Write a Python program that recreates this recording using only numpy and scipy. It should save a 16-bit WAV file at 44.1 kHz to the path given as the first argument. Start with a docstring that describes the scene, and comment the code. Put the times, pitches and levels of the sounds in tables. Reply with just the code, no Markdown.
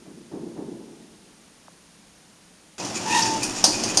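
"""Lift doors sliding close to the microphone, in a shaft: the steel linkage clacks and rings,
a guide shoe sticks and slips into a squeal, the sheet-metal panels rumble, the runners scrape
and a roller rubs once a turn. Before they move, repeated blows from one source boom far down
the shaft and something ticks once. A faint hum and hiss lie under it all."""
import sys
import numpy as np
from scipy import signal
from scipy.fft import rfft, irfft
from scipy.io import wavfile

SR = 44100
rng = np.random.default_rng(int(sys.argv[2]) if len(sys.argv) > 2 else 0)


def transcribe(u):
    """Save the signal u as a 16-bit wav file named by the first command-line argument.

    u: samples, shape (n,) or (channels, n), limited to [-1, 1]; the rate is SR.
    q: integer samples, one column per channel.
    """
    v = np.clip(np.atleast_2d(u).T, -1, 1)
    q = np.round(v * 32767).astype(np.int16)
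    wavfile.write(sys.argv[1], SR, q)


N = 176400
T = np.arange(N) / SR
# spectrum of scraping on the track, for runners and roller: f/Hz, level/dB
SCRAPE_SPECTRUM = [(500, -10.5), (1000, -3), (2200, -6.5), (2700, 1), (4000, -3.5), (5400, 3.5),
                   (7100, 2.5), (9700, -8), (11000, -18.5), (12500, -22.5), (13800, -39)]


def linkage():
    """Close clacks: each is a crack, ringing steel modes, a diffuse tail and a hollow knock in the door."""
    # clacks: t/s, ring/dB, knock/dB, crack t60/s, treble lift/dB
    clacks = [(2.798, -33, -40, 0.07, -17), (2.848, -30.5, -59, 0.075, 0.5),
              (3.431, -25.5, -53, 0.088, 9.5), (3.640, -8, -26.5, 0.065, 0), (3.836, -20, -36, 0.033, 0),
              (3.972, -10, -31.5, 0.027, 2.5), (3.981, -22, -39, 0.027, -6)]
    # spectrum of the crack and its tail: f/Hz, level/dB
    steel_spectrum = [(1000, -8.5), (2000, -24), (3000, -9.5), (4000, -8.5), (4800, 5), (6400, 2),
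                      (7300, -3), (9600, -6.5), (11000, -23.5), (12800, -24), (13800, -47)]
    # modes of the steel: f/Hz, level/dB, t60/s
    steel_modes = [(4208, -22, 0.42), (4670, -21, 0.6), (4810, -14.5, 0.24), (5150, -32, 0.28),
                   (5700, -21, 0.21), (6190, -8, 0.14), (6400, -11.5, 0.16), (5950, -15, 0.18),
                   (8430, -28, 0.2)]
    # spectrum of the hollow knock: f/Hz, level/dB
    knock_spectrum = [(200, -10), (450, -18), (600, 3), (930, 6), (1200, -6), (2000, -8.5), (4000, -22)]
    # modes of the door leaf: f/Hz, level/dB, t60/s
    leaf_modes = [(521, -6.5, 0.56), (575, -3.5, 0.5), (838, -19, 0.16), (947, -3, 0.28)]
    highpass = signal.butter(3, 7750, "high", fs=SR, output="sos")
    thud = from_db(7) * pip(hz=738, rise_s=0.0018)
    rebound = from_db(5) * delayed(pip(hz=633, rise_s=0.0018), s=0.00887)
    attack = np.minimum(T / 0.00066, 1)
    out = 0
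    for s, ring_db, knock_db, crack_t60, treble_db in clacks:
        steel = coloured(steel_spectrum)
        steel = steel + (from_db(treble_db) - 1) * signal.sosfiltfilt(highpass, steel)
        ring = steel * (decay(crack_t60) + from_db(-10) * decay(t60=0.57)) + struck(steel_modes)
        knock = thud + rebound + coloured(knock_spectrum) * decay(t60=0.42) + struck(leaf_modes)
        out = out + delayed(attack * (from_db(ring_db) * ring + from_db(knock_db) * knock), s)
    return out


def shoe(echo):
    """Stick-slip squeal: under force it wakes nearby modes and harsh overtones, then eases to one note."""
    # course of the squeal: t/s, f/Hz, level/dB, roughness (0 is clean)
    squeal = [(3.045, 869.5, -44, 0.06), (3.066, 875, -28, 0.28), (3.10, 882, -34.5, 1.1),
              (3.15, 921, -25, 1.4), (3.188, 918.5, -21, 0.37), (3.215, 908.5, -25, 0.27),
              (3.255, 898.6, -25, 0.27), (3.36, 887, -27.5, 0.05), (3.41, 882, -46, 0.02)]
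    # neighbouring modes that chatter when it is rough: f/Hz, level/dB
    chatter_modes = [(836, -9), (868, -5.5), (964, -1.5)]
    # harmonics 2-5 at full force: level/dB
    harmonics = [-3.5, -7.5, -11, -14]
    hz, db, rough = in_time(squeal)
    chatter = rough * sum(from_db(mode_db) * wavering(mode_hz, wander=0.00786, rate_hz=41.6)
                          for mode_hz, mode_db in chatter_modes)
    force_db = 0.23 * (db - db.max())  # overtones fade faster than the note
    overtones = rough * sum(from_db(harmonic_db + force_db) * rasping(k * hz, 0.07 * k * hz.mean())
                            for k, harmonic_db in enumerate(harmonics, start=2))
    flutter_db = 1.5 * rough * drift(hz=49)
    level = from_db(db + flutter_db) * (T > squeal[0][0]) * (T < squeal[-1][0])
    note = wavering(hz, wander=0.022 * rough, rate_hz=45) + chatter
    return in_shaft(level * note, echo, wet_db=-9) + in_shaft(level * overtones, echo, wet_db=-6)


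def screech(echo):
    """High steel modes flare up as the shoe frees itself."""
    # modes of steel rubbing on steel: f/Hz, level/dB
    modes = [(4620, -25.5), (4990, -23), (5570, -22.5), (6130, -22.5)]
    tones = sum(from_db(db) * wavering(hz, wander=0.022, rate_hz=300) for hz, db in modes)
    return in_shaft(delayed(tones * swell(rise_s=0.0063), s=3.22), echo, wet_db=-1.5)


def panels():
    """The rolling doors drum in their sheet-metal resonances, and rattle and bump in the track."""
    # course of the rumble: t/s, level/dB
    rumble = [(2.78, -43.5), (2.82, -32.5), (2.98, -34), (3.08, -30.5), (3.35, -30.5), (3.58, -33.5),
              (3.9, -30.5), (4.0, -29)]
    # broad spectrum of the panels: f/Hz, level/dB
    spectrum = [(55, -16.5), (115, -2.5), (150, -5.5), (190, 0), (320, -0.5), (380, 0.5), (440, -7),
                (800, -3), (1150, -11), (2200, -16)]
    # panel resonances: f/Hz, level/dB re the broad rumble
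    modes = [(117, -14.5), (183, -14.5), (227, -9.5), (308, -10), (366, -14.5)]
    # bumps of the loose panel: t/s, level/dB
    bumps = [(2.835, -35), (3.111, -33), (3.485, -32), (3.675, -24.5)]
    taps_per_s = 45
    body = coloured(spectrum) + sum(from_db(db) * narrow(hz, width_hz=8.4) for hz, db in modes)
    taps = rng.standard_normal(N) * (rng.random(N) < taps_per_s / SR)
    rattle = from_db(-8.5) * rms_one(signal.fftconvolve(taps, pip(hz=331, rise_s=0.0025))[:N])
    bumping = sum(from_db(db) * delayed(pip(hz=321 * rng.uniform(0.83, 1.1), rise_s=0.0094), s)
                  for s, db in bumps)
    return from_db(in_time(rumble)[0]) * rms_one(rms_one(body) + rattle) + bumping


def runners(echo):
    """Dense tiny contacts along the track merge into a fluttering scrape."""
    # course of the scrape: t/s, level/dB
    scrape = [(2.78, -38.5), (2.91, -36.5), (3.06, -33.5), (3.165, -22.5), (3.21, -25), (3.3, -31.5),
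              (3.55, -34), (3.9, -33.5), (4.0, -32.5)]
    grains_per_s, spread_db = 2500, 2.5
    sizes = from_db(spread_db * np.minimum(rng.exponential(1, N), 5)) * rng.choice([-1, 1], N)
    grains = coloured(SCRAPE_SPECTRUM, sizes * (rng.random(N) < grains_per_s / SR))
    flutter_db = 1.12 * drift(hz=30.2)
    return from_db(in_time(scrape)[0] + flutter_db) * in_shaft(grains, echo, wet_db=-3.5)


def roller(echo):
    """The roller rubs once a turn: a rasp in one resonance and a bright scuff, in a new mix each time."""
    # rubs: t/s, rasp/dB, scuff/dB
    rubs = [(2.803, -45, -38.5), (2.968, -34, -27.5), (3.122, -30.5, -30.5), (3.272, -33, -30),
            (3.436, -34.5, -32), (3.591, -38, -28.5), (3.747, -34.5, -33), (3.903, -33, -30.5)]
    # resonance in the scuff: f/Hz, width/Hz, level/dB
    peaks = [(6930, 280, -1)]
    scuff = coloured(SCRAPE_SPECTRUM)
    scuff = rms_one(scuff + sum(from_db(db) * narrow(hz, width) for hz, width, db in peaks))
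    out, half_length_s = 0, 0.016
    for s, rasp_db, scuff_db in rubs:
        rub = from_db(rasp_db) * narrow(hz=2485, width_hz=140) + from_db(scuff_db) * scuff
        out = out + rub / (1 + ((T - s) / half_length_s) ** 4)
    return in_shaft(out, echo, wet_db=-5)


def far_blows():
    """Repeated blows from one distant source: a brief slap, a long boom and returns along the shaft."""
    # blows: t/s, boom/dB, slap/dB, attack/s, top of the boom/Hz
    blows = [(-.1, -48, -74, 0.013, 900), (.053, -39.5, -45.5, 0.034, 260), (.312, -32.5, -42, 0.022, 2500),
             (.563, -33, -40, 0.02, 2506)]
    # spectrum of the boom: f/Hz, level/dB
    boom_spectrum = [(50, -32), (87, -22), (156, -8), (341, -3.5), (450, -9), (503, -15.5), (700, -20.5),
                     (880, -18.5), (1150, -33), (1800, -32.5), (2340, -71)]
    # decay of the boom: f/Hz, t60/s
    boom_t60 = [(300, 1.6), (600, 1.47), (1000, 1.23), (1800, 0.37)]
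    # long notes of the shaft: f/Hz, level/dB re boom, t60/s
    shaft_modes = [(221.7, -9, 2.8), (336.3, -7, 1.7)]
    # distinct returns of a blow: delay/s, level/dB re boom
    returns = [(0.059, 5), (.121, 3), (.163, -1)]
    # spectrum of the slap, a blow's brighter first sound: f/Hz, level/dB
    slap_spectrum = [(450, -16), (650, 3), (950, -1), (1300, -15), (1800, -30)]
    boom = dying(coloured(boom_spectrum), boom_t60) + struck(shaft_modes)
    boom = boom + sum(from_db(db) * delayed(pip(hz=307, rise_s=0.0019), s) for s, db in returns)
    slap = coloured(slap_spectrum) * decay(t60=0.23)
    out = 0
    for s, boom_db, slap_db, attack_s, top_hz in blows:
        dull = signal.sosfilt(signal.butter(1, top_hz, fs=SR, output="sos"), boom)
        attack = 1 - np.exp(-2 * T / attack_s)
        out = out + delayed(attack * (from_db(boom_db) * dull + from_db(slap_db) * slap), s)
    return out


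def tick():
    """One small tick: a few cycles that drop in pitch as they die."""
    start_hz, end_hz, fall_s = 1780, 460, 0.00234
    hz = end_hz + (start_hz - end_hz) * np.exp(-T / fall_s)
    chirp = np.sin(2 * np.pi * np.cumsum(hz) / SR)
    return from_db(-38.5) * delayed(swell(rise_s=0.0018) * chirp, s=1.681)


def draught():
    """Air pushed by the sliding doors buffets the microphone."""
    # rise of the draught: t/s, level/dB
    rise = [(2.8, -78), (3.15, -61), (3.5, -53), (4.0, -47)]
    return from_db(in_time(rise)[0]) * narrow(hz=26, width_hz=10)


def room_tone():
    """The faint, steady hum and hiss of the shaft."""
    # spectrum of the still shaft: f/Hz, level/dB
    spectrum = [(20, -19), (43, -9.5), (92, -14), (130, -9.5), (182, -0.5), (266, -8), (305, -5),
                (350, -11), (450, -11), (1260, -16.5), (4000, -18.5), (6650, -17.5), (9000, -18.5),
                (10300, -21.5), (13500, -41.5)]
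    return from_db(-53) * coloured(spectrum)


def shaft_echo():
    """The shaft's impulse response at unit energy; the lows ring longest."""
    # reverberation time: f/Hz, t60/s
    shaft_t60 = [(200, 1), (1000, 0.4), (6000, 0.63), (13000, 0.14)]
    echo = dying(rng.standard_normal(N), shaft_t60)
    return echo / np.sqrt(np.sum(echo ** 2))


def in_shaft(x, echo, wet_db):
    """Direct sound plus the shaft's echo, at about the same power."""
    wet = from_db(wet_db)
    return (x + wet * signal.fftconvolve(x, echo)[:N]) / np.sqrt(1 + wet ** 2)


def struck(modes):
    """One second of decaying sines, each with a strength and sign drawn at random."""
    ring = sum(from_db(db + rng.normal(0, 1)) * rng.choice([-1, 1])
               * np.sin(2 * np.pi * hz * T) * decay(t60) for hz, db, t60 in modes)
    return ring * (T < 1)


def swell(rise_s):
    """An envelope that rises to 1 at rise_s and dies."""
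    age = np.minimum(T / rise_s, 40)
    return age * np.exp(1 - age)


def pip(hz, rise_s):
    """A few cycles that swell and die."""
    return swell(rise_s) * np.sin(2 * np.pi * hz * T)


def wavering(hz, wander, rate_hz):
    """A sine of rms 1 whose pitch wanders at random; wander is a share of the pitch."""
    pitch = hz * (1 + wander * drift(rate_hz))
    return np.sqrt(2) * np.sin(2 * np.pi * np.cumsum(pitch) / SR)


def rasping(hz, width_hz):
    """A tone of rms 1 torn into a band around its moving pitch."""
    phase = 2 * np.pi * np.cumsum(hz) / SR
    return drift(width_hz / 2) * np.sin(phase) + drift(width_hz / 2) * np.cos(phase)


def coloured(points, x=None):
    """Noise (or x) with the given spectrum, falling away past its ends; rms 1."""
    hz = np.arange(N // 2 + 1) * SR / N + 1e-3
    skirts = 1 / np.sqrt((1 + (.7 * points[0][0] / hz) ** 6) * (1 + (hz / points[-1][0] / 1.3) ** 8))
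    spectrum = rfft(rng.standard_normal(N) if x is None else x)
    return rms_one(irfft(spectrum * from_db(at_hz(points, hz)) * skirts, N))


def narrow(hz, width_hz):
    """Noise ringing in one resonance; rms 1."""
    sos = signal.butter(2, [hz - width_hz / 2, hz + width_hz / 2], "band", fs=SR, output="sos")
    return rms_one(signal.sosfilt(sos, rng.standard_normal(N)))


def drift(hz):
    """Random motion slower than about hz; rms 1."""
    return rms_one(signal.sosfilt(signal.butter(2, hz, fs=SR, output="sos"), rng.standard_normal(N)))


def dying(x, t60s):
    """Let each octave of x die at its own rate."""
    hz = np.arange(N // 2 + 1) * SR / N + 1e-3
    centres = 125 * 2. ** np.arange(7)
    out, spectrum = 0, rfft(x)
    for centre, share in zip(centres, np.eye(len(centres))):
        octave = irfft(spectrum * np.interp(np.log(hz), np.log(centres), share), N)
        out = out + octave * decay(at_hz(t60s, centre))
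    return out


def decay(t60):
    """Exponential fall from 1, by 60 dB in t60 seconds."""
    return np.exp(-np.minimum(np.log(1000) * T / t60, 40))


def delayed(x, s):
    """Start x at time s."""
    return np.interp(T - round(s * SR) / SR, T, x, left=0, right=0)


def in_time(rows):
    """Each column of a curve at every sample."""
    s, *columns = np.transpose(rows)
    return [np.interp(T, s, c) for c in columns]


def at_hz(points, hz):
    """Read a table on a log-frequency axis."""
    f, value = np.transpose(points)
    return np.interp(np.log(hz + 1e-3), np.log(f), value)


def from_db(db):
    """Decibels to gain."""
    return 10 ** (np.asarray(db) / 20)


def rms_one(x):
    """Scale to unit rms."""
    return x / np.sqrt(np.mean(x ** 2) + 1e-20)


def scene():
    """One microphone in the shaft: far blows boom, a lull, then the doors slide close by."""
    slide_start_s = 2.781
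    echo = shaft_echo()
    sliding = (panels() + draught() + runners(echo) + roller(echo)) * (T > slide_start_s)
    background = room_tone() + far_blows() + tick()
    return (sliding + shoe(echo) + screech(echo) + linkage() + background)[None]


def record(dry):
    """The microphone port cuts a notch, peaks are rounded, the top is cut."""
    notch_hz, cutoff_hz = 7690, 13700
    notched = signal.lfilter(*signal.iirnotch(notch_hz, Q=14, fs=SR), dry)
    lowpass = signal.ellip(10, .1, 80, cutoff_hz, fs=SR, output="sos")
    return signal.sosfilt(lowpass, np.tanh(notched))


dry = scene()
out = record(dry)
transcribe(out)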